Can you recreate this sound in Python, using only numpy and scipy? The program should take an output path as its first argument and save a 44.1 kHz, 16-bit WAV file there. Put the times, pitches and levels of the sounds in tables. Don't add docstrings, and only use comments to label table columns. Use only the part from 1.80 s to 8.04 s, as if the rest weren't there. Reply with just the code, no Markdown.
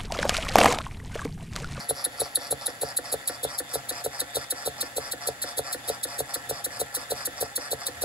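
import sys
import numpy as np
from scipy import signal
from scipy.fft import rfft, irfft
from scipy.io import wavfile
from scipy.ndimage import uniform_filter1d

SR = 44100
rng = np.random.default_rng(int(sys.argv[2]) if len(sys.argv) > 2 else 0)


def to_wav(sig):
    pcm = np.clip(np.atleast_2d(sig), -1, 1) * 32767
    pcm = np.round(pcm).astype(np.int16)
    wavfile.write(sys.argv[1], SR, pcm.T)


N = 275184
T = np.arange(N) / SR


def undb(db):
    return 10 ** (np.asarray(db) / 20)


def level(x, db):
    return x * undb(db) / np.sqrt(np.mean(x ** 2))


def band(x, hz, width_hz, stages=1):
    for _ in range(stages):
        x = signal.lfilter(*signal.iirpeak(hz, hz / width_hz, SR), x)
    return x


def over_hz(table):
    hz, value = np.transpose(table)
    return np.interp(np.log(np.arange(N // 2 + 1) * SR / N + 1), np.log(hz + 1), value)


def wander(rate):
    hold = int(SR / rate)
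    return 1.16 * uniform_filter1d(np.repeat(rng.standard_normal(N // hold + 1), hold), hold)[:N]


# t/s, height/0-1
PHONE_PATH = [(0, 0.03), (1, 0.25), (2.2, 0.54), (4, 0.51), (6.24, 0.56)]

def height():
    return np.interp(T, *np.transpose(PHONE_PATH))


# f/Hz, relative density/dB
HISS_SPECTRUM = [(30, -17.5), (112, -4.5), (394, -11), (512, -4), (1040, -12), (2010, -14), (2830, -12.5),
                 (3580, -16.5), (6050, -19.5), (7670, -16.5), (8980, -81), (10000, -15.5), (12200, -20.5),
                 (13700, -50), (16000, -13.5)]

def air():
    mid, side = rfft(rng.standard_normal((2, N)))
    width = over_hz([(300, 0.47), (1500, 0.95)])
    hiss = irfft(undb(over_hz(HISS_SPECTRUM)) * (mid + width * side * np.array([[1], [-1]])), N)
    hiss = level(hiss, db=-45.5) * undb(height())
    whistle = level(band(rng.standard_normal((2, N)), hz=3530, width_hz=350, stages=2), db=-54.5)
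    hum = sum(level(np.sin(2 * np.pi * hz * T), db) for hz, db in [(120, -61.5), (240, -67)])
    return (hiss + hum) * undb(wander(12)) + whistle * undb(3.6 * wander(14))


def crank_turns():
    first_s, turn_s, slower_s, settle_turns = .10737, .304292, .0045805, 10.646
    turns = np.arange(-1, N / SR / turn_s + 1)
    lag_s = slower_s * settle_turns * (1 - np.exp(-turns / settle_turns))
    return np.interp(T, first_s + turn_s * turns + lag_s, turns)


TEETH_A_TURN, PINION_TEETH = 42.467, 30
# f/Hz, nominal width/Hz, relative density/dB, half the swell/dB, lift per unit height/dB
BRACKET_MODES = [(586, 59, -0.5, 4.5, -2.5), (711.4, 29, 5, 4, -1), (797, 38, 2, 3, 1.5),
                 (957, 61, -4.5, 5, 1), (1193, 74, -2, 7, 0.5), (1340, 46, 1.5, 4, 0.5),
                 (1705, 141, -0.5, 2, 3), (1846, 63, -3.5, 1, -3), (1968, 39, -12, 1, -1),
                 (2473, 62, -8, 4, -0.5), (4496, 204, -3.5, 5, -6.5), (4676, 112, -6, 8, -1),
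                 (4925, 45, -0.5, 25, 2.5), (5500, 240, -4, 7.5, -1), (7500, 1050, -14.5, 3.5, 4.5),
                 (8350, 155, -9.5, 4.5, 8.5), (10700, 600, -10.5, 3.5, -8.5)]

def gears():
    turn = crank_turns()
    surge = .2 * np.sin(2 * np.pi * (turn - .9))
    tooth = TEETH_A_TURN * turn - .15 + surge
    pinion_turn = turn * TEETH_A_TURN / PINION_TEETH
    binding = np.tanh(3.1 * np.cos(2 * np.pi * (pinion_turn - 0.44))) - 1
    count = np.floor(tooth).astype(int)
    click = 14 * np.diff(count, prepend=count[0])
    bite = undb(1.4 * rng.standard_normal(count.max() - count.min() + 1))[count - count.min()]
    scrape = (0.77 + 2.2 * np.exp(-(tooth % 1) / 0.18)) * rng.standard_normal(N)
    from_slack = (2 * turn + 0.012 + .5) % 1 - .5
    mesh = bite * (click + scrape) * undb(-4 * np.exp(-(from_slack / 0.21) ** 2))
    buzz = 0
    for hz, width, db, swell_db, lift_db in BRACKET_MODES:
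        ring = band(mesh * undb(swell_db * binding), hz, 2.25 * width, stages=2)
        buzz = buzz + undb(db + lift_db * height()) * level(ring, 10 * np.log10(width))
    return level(buzz, db=-41)


# t/s, knock gain/dB, puff gain/dB,
# puff peak ahead of the knock/ms, puff length/ms, boost of the two lowest exhaust bands/dB
STROKE_CUES = [(0.1076, -15.0, -26.5, 10.4, 15, 0.3), (0.2615, -23.5, -24.5, 13.4, 10.7, 0),
               (0.4159, -15.5, -25, 10.2, 14.6, 0), (0.5711, -23, -24.5, 12.6, 12, 3),
               (0.7242, -15, -25.5, 9.7, 14.3, -2), (0.8785, -22, -26.5, 13.6, 12, 1),
               (1.0322, -15, -28.5, 11.8, 17, 2), (1.1864, -22, -23.5, 13.8, 11.2, 1),
               (1.3395, -16, -27, 12.5, 14.6, 0.5), (1.4944, -22.5, -25.5, 14, 11, 3),
               (1.6477, -15.5, -27.5, 9.7, 14.4, 1.5), (1.8011, -23, -27.5, 12.7, 12.7, 1.3),
               (1.9541, -16, -29, 10.6, 17.7, 2), (2.1082, -22.5, -29.5, 13, 12, 6.5),
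               (2.2606, -15.6, -31, 10.3, 18, 2), (2.4147, -23, -27.5, 11.8, 12, 4.5),
               (2.568, -15.5, -31, 10.8, 20.3, 8), (2.7213, -22.5, -26, 12.5, 11.2, 4),
               (2.8737, -15.5, -30.5, 10, 19.5, 5), (3.0273, -23, -26.5, 13, 11.6, 6.5),
               (3.18, -16.5, -30.5, 9.9, 17.4, 4), (3.3328, -23, -29, 12.7, 12, 7),
               (3.486, -16, -27.5, 10.6, 13.5, 3.5), (3.6393, -23, -28.5, 13.5, 13.4, 4),
               (3.7914, -15.5, -29.5, 10.6, 17.4, 2), (3.9445, -22.5, -29, 13.7, 15, 5.5),
               (4.0976, -16, -29, 11, 16, 5.5), (4.2508, -24, -26, 12.8, 10.8, 3),
               (4.4032, -15.5, -30, 11, 19, 2.5), (4.5572, -23.5, -26, 12.7, 10, 5.5),
               (4.7089, -16.5, -29.5, 9.4, 13.3, -0.5), (4.8615, -23.5, -27.5, 12.7, 11.5, 1.5),
               (5.0137, -16.5, -29.5, 10.3, 17.5, 1.5), (5.167, -24, -28, 14.3, 15.3, -0.5),
               (5.319, -15.5, -31.5, 9.1, 19, 6), (5.4722, -23.5, -27, 13.5, 12.6, 1.5),
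               (5.625, -15.5, -28.5, 11.5, 17.6, 1), (5.7772, -23.5, -27.5, 14, 12.6, 2.5),
               (5.9292, -16, -28.5, 10.4, 17, 3), (6.0826, -25.5, -30, 14, 14.3, 7.5),
               (6.2351, -17, -29, 13, 14.6, 3)]
# f/Hz, width per stage/Hz, level/dB, lift per unit height/dB
EXHAUST_BANDS = [(3976, 1200, -8.5, -3.5), (4374, 520, -15, -2.5), (5790, 2450, -20, 17.5),
                 (8040, 2100, -8.5, 8.5), (8900, 460, -6.5, 5.5), (10200, 1880, 5, -11),
                 (11880, 4100, -7, 7.5), (14950, 1500, -20, 17.5)]

def puffs():
    ends_s, *_, low_db = np.transpose(STROKE_CUES)
    attack_share, squareness = 0.34, (1.94, 1.75)
    flow = np.zeros(N)
    for k, (s, _, db, lead_ms, length_ms, _) in enumerate(STROKE_CUES):
        near = slice(int((s - .05) * SR), int((s + .05) * SR))
        ms = (T[near] - s) * 1000 + lead_ms
        edge_ms = length_ms * np.where(ms < 0, attack_share, 1 - attack_share)
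        flow[near] += undb(db) * np.exp(-.5 * np.abs(ms / edge_ms) ** squareness[k % 2])
    spurts_db = 1.88 * wander(500)
    jets = []
    for hz, width, db, lift_db in EXHAUST_BANDS:
        gain = undb(db + lift_db * height() + spurts_db + 0.52 * wander(300))
        jets.append(gain * level(band(rng.standard_normal(N), hz, width, stages=3), 0))
    late_flow = np.interp(T - 0.0013, T, flow)
    low_flow = late_flow * undb(np.interp(T + 0.018, ends_s, low_db))
    return low_flow * sum(jets[:2]) + flow * sum(jets[2:])


def blows(s, db):
    return np.bincount((s * SR).astype(int), undb(db), N)[:N]


# f/Hz, t60/s, signed swing under the heavy knock, light knock, valve tap
FRAME_MODES = [(65, 0.17, -0.057, 0.055, 0.15), (82.2, 0.15, 0.036, -0.044, -0.13),
               (134.3, .17, 0.096, -0.03, 0.049), (190.5, 0.09, 0.047, -0.02, 0.012),
               (266.6, 0.19, -0.038, -0.104, 0.051), (293.9, 0.39, 0.0048, 0.048, 0.061),
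               (343, 0.077, 0.047, -0.24, -0.16), (448.7, 0.056, -0.74, 0.17, 0.53),
               (500.6, 0.052, -0.2, -0.79, -0.84), (561.7, 0.03, 0.87, 0.41, 0.55),
               (721.3, 0.14, -0.063, -0.14, 0.076), (771.5, 0.019, -0.74, 0.089, 0.22),
               (906, 0.028, -0.12, -0.11, 0.11), (1155, 0.048, 0.052, -0.11, -0.048),
               (1362, 0.057, 0.084, 0.12, 0.015), (1455, 0.023, 0.133, -0.36, -0.2),
               (1765, 0.028, 0.061, 0.4, -0.22), (1908, 0.014, 0.056, -0.34, -0.017)]

def knocks():
    s, db, *_ = np.transpose(STROKE_CUES)
    tap_lead_s, tap_db, build_cycles = .01736, -10.5, 1.147
    heavy, light = blows(s[::2], db[::2]), blows(s[1::2], db[1::2])
    hits = np.array([heavy, light, blows(s[::2] - tap_lead_s, db[::2] + tap_db)])
    hits = np.r_[hits, hits * rng.standard_normal(N)]
    rings = 0
    for hz, t60, *swing in FRAME_MODES:
        delay_s = .0176 * (hz ** -.5 - 2000 ** -.5)
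        t = np.maximum(T[:SR // 2] - delay_s, 0)
        ring = np.sin(2 * np.pi * hz * t) * undb(-60 * t / t60) * (1 - np.exp(-t * hz / build_cycles))
        scatter = .11 * rng.standard_normal() * np.array(swing)
        rings = rings + np.outer(np.r_[swing, scatter], ring)
    return signal.fftconvolve(hits, rings, axes=1)[:, :N].sum(axis=0)


def thud(at_s=6.2, hz=82.8, width_s=0.038, db=-48):
    return undb(db) * np.exp(-.5 * ((T - at_s) / width_s) ** 2) * np.sin(2 * np.pi * hz * T)


def room(x, t60_s=0.091, db=-11.5):
    t = T[:SR // 2]
    tail = rng.standard_normal((2, len(t))) * undb(-60 * t / t60_s) * (t > .003)
    tail = band(tail, hz=2550, width_hz=3800)
    return signal.fftconvolve(x[None], undb(db) * tail / np.sqrt(np.sum(tail[0] ** 2)), axes=1)[:, :N]


# f/Hz, left minus right/dB
BALANCE = [(60, -2.5), (110, -4), (250, 0), (700, -.5), (1290, 2.5), (2380, .5), (4400, 0)]

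def stereo(x, phases):
    raised = height() / height().max()
    hz, *leads = np.transpose(phases)
    pair = 0
    for lead, share in zip(leads, (1 - raised, raised)):
        left = undb(over_hz(BALANCE) / 2) * np.exp(.5j * over_hz(np.c_[hz, lead]))
        pair = pair + share * irfft(rfft(x) * np.array([left, 1 / left]), N)
    return pair


# f/Hz, left lead with the phone low/rad, with the phone raised/rad
GEAR_IMAGE = [(1000, .3, .3), (1400, -1, -1), (1550, -2.6, -2.3), (1900, -2, -2), (2100, 0, 0),
              (2650, 2.8, .9), (3600, 1, -3), (4300, -.3, -2.7), (4800, 0, 0), (5200, -1, -2.8),
              (5700, -1.1, -2.8), (6300, 0, -3.2), (7400, 0, 0), (8700, -3.1, -3.1), (11400, -6.3, -6.3)]
PUFF_IMAGE = [(2400, 2.3, .5), (3000, 3.4, 3.4), (3600, 5.3, 4.4), (4800, 6.5, 5.7), (5200, 6, 9),
              (6200, 3.3, 8.5), (6600, 6.3, 6.3), (7500, 5.8, 5.2), (8900, 3.2, 3.2), (11200, 0, 0),
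              (13500, -3.1, -3.1), (15800, -6.3, -6.3)]
KNOCK_IMAGE = [(30, .55, .55), (500, .3, .35), (1200, -1.3, -1.3), (1700, -.7, -.7)]

def scene():
    frame, exhaust, buzz = knocks(), puffs(), gears()
    direct = stereo(buzz, GEAR_IMAGE) + stereo(exhaust, PUFF_IMAGE) + stereo(frame, KNOCK_IMAGE)
    return direct + room(buzz + exhaust / 2 + frame) + air() + thud()


def record(dry, top_hz=15600):
    return signal.sosfilt(signal.ellip(10, .2, 70, top_hz, fs=SR, output="sos"), dry)


dry = scene()
out = record(dry)
to_wav(out)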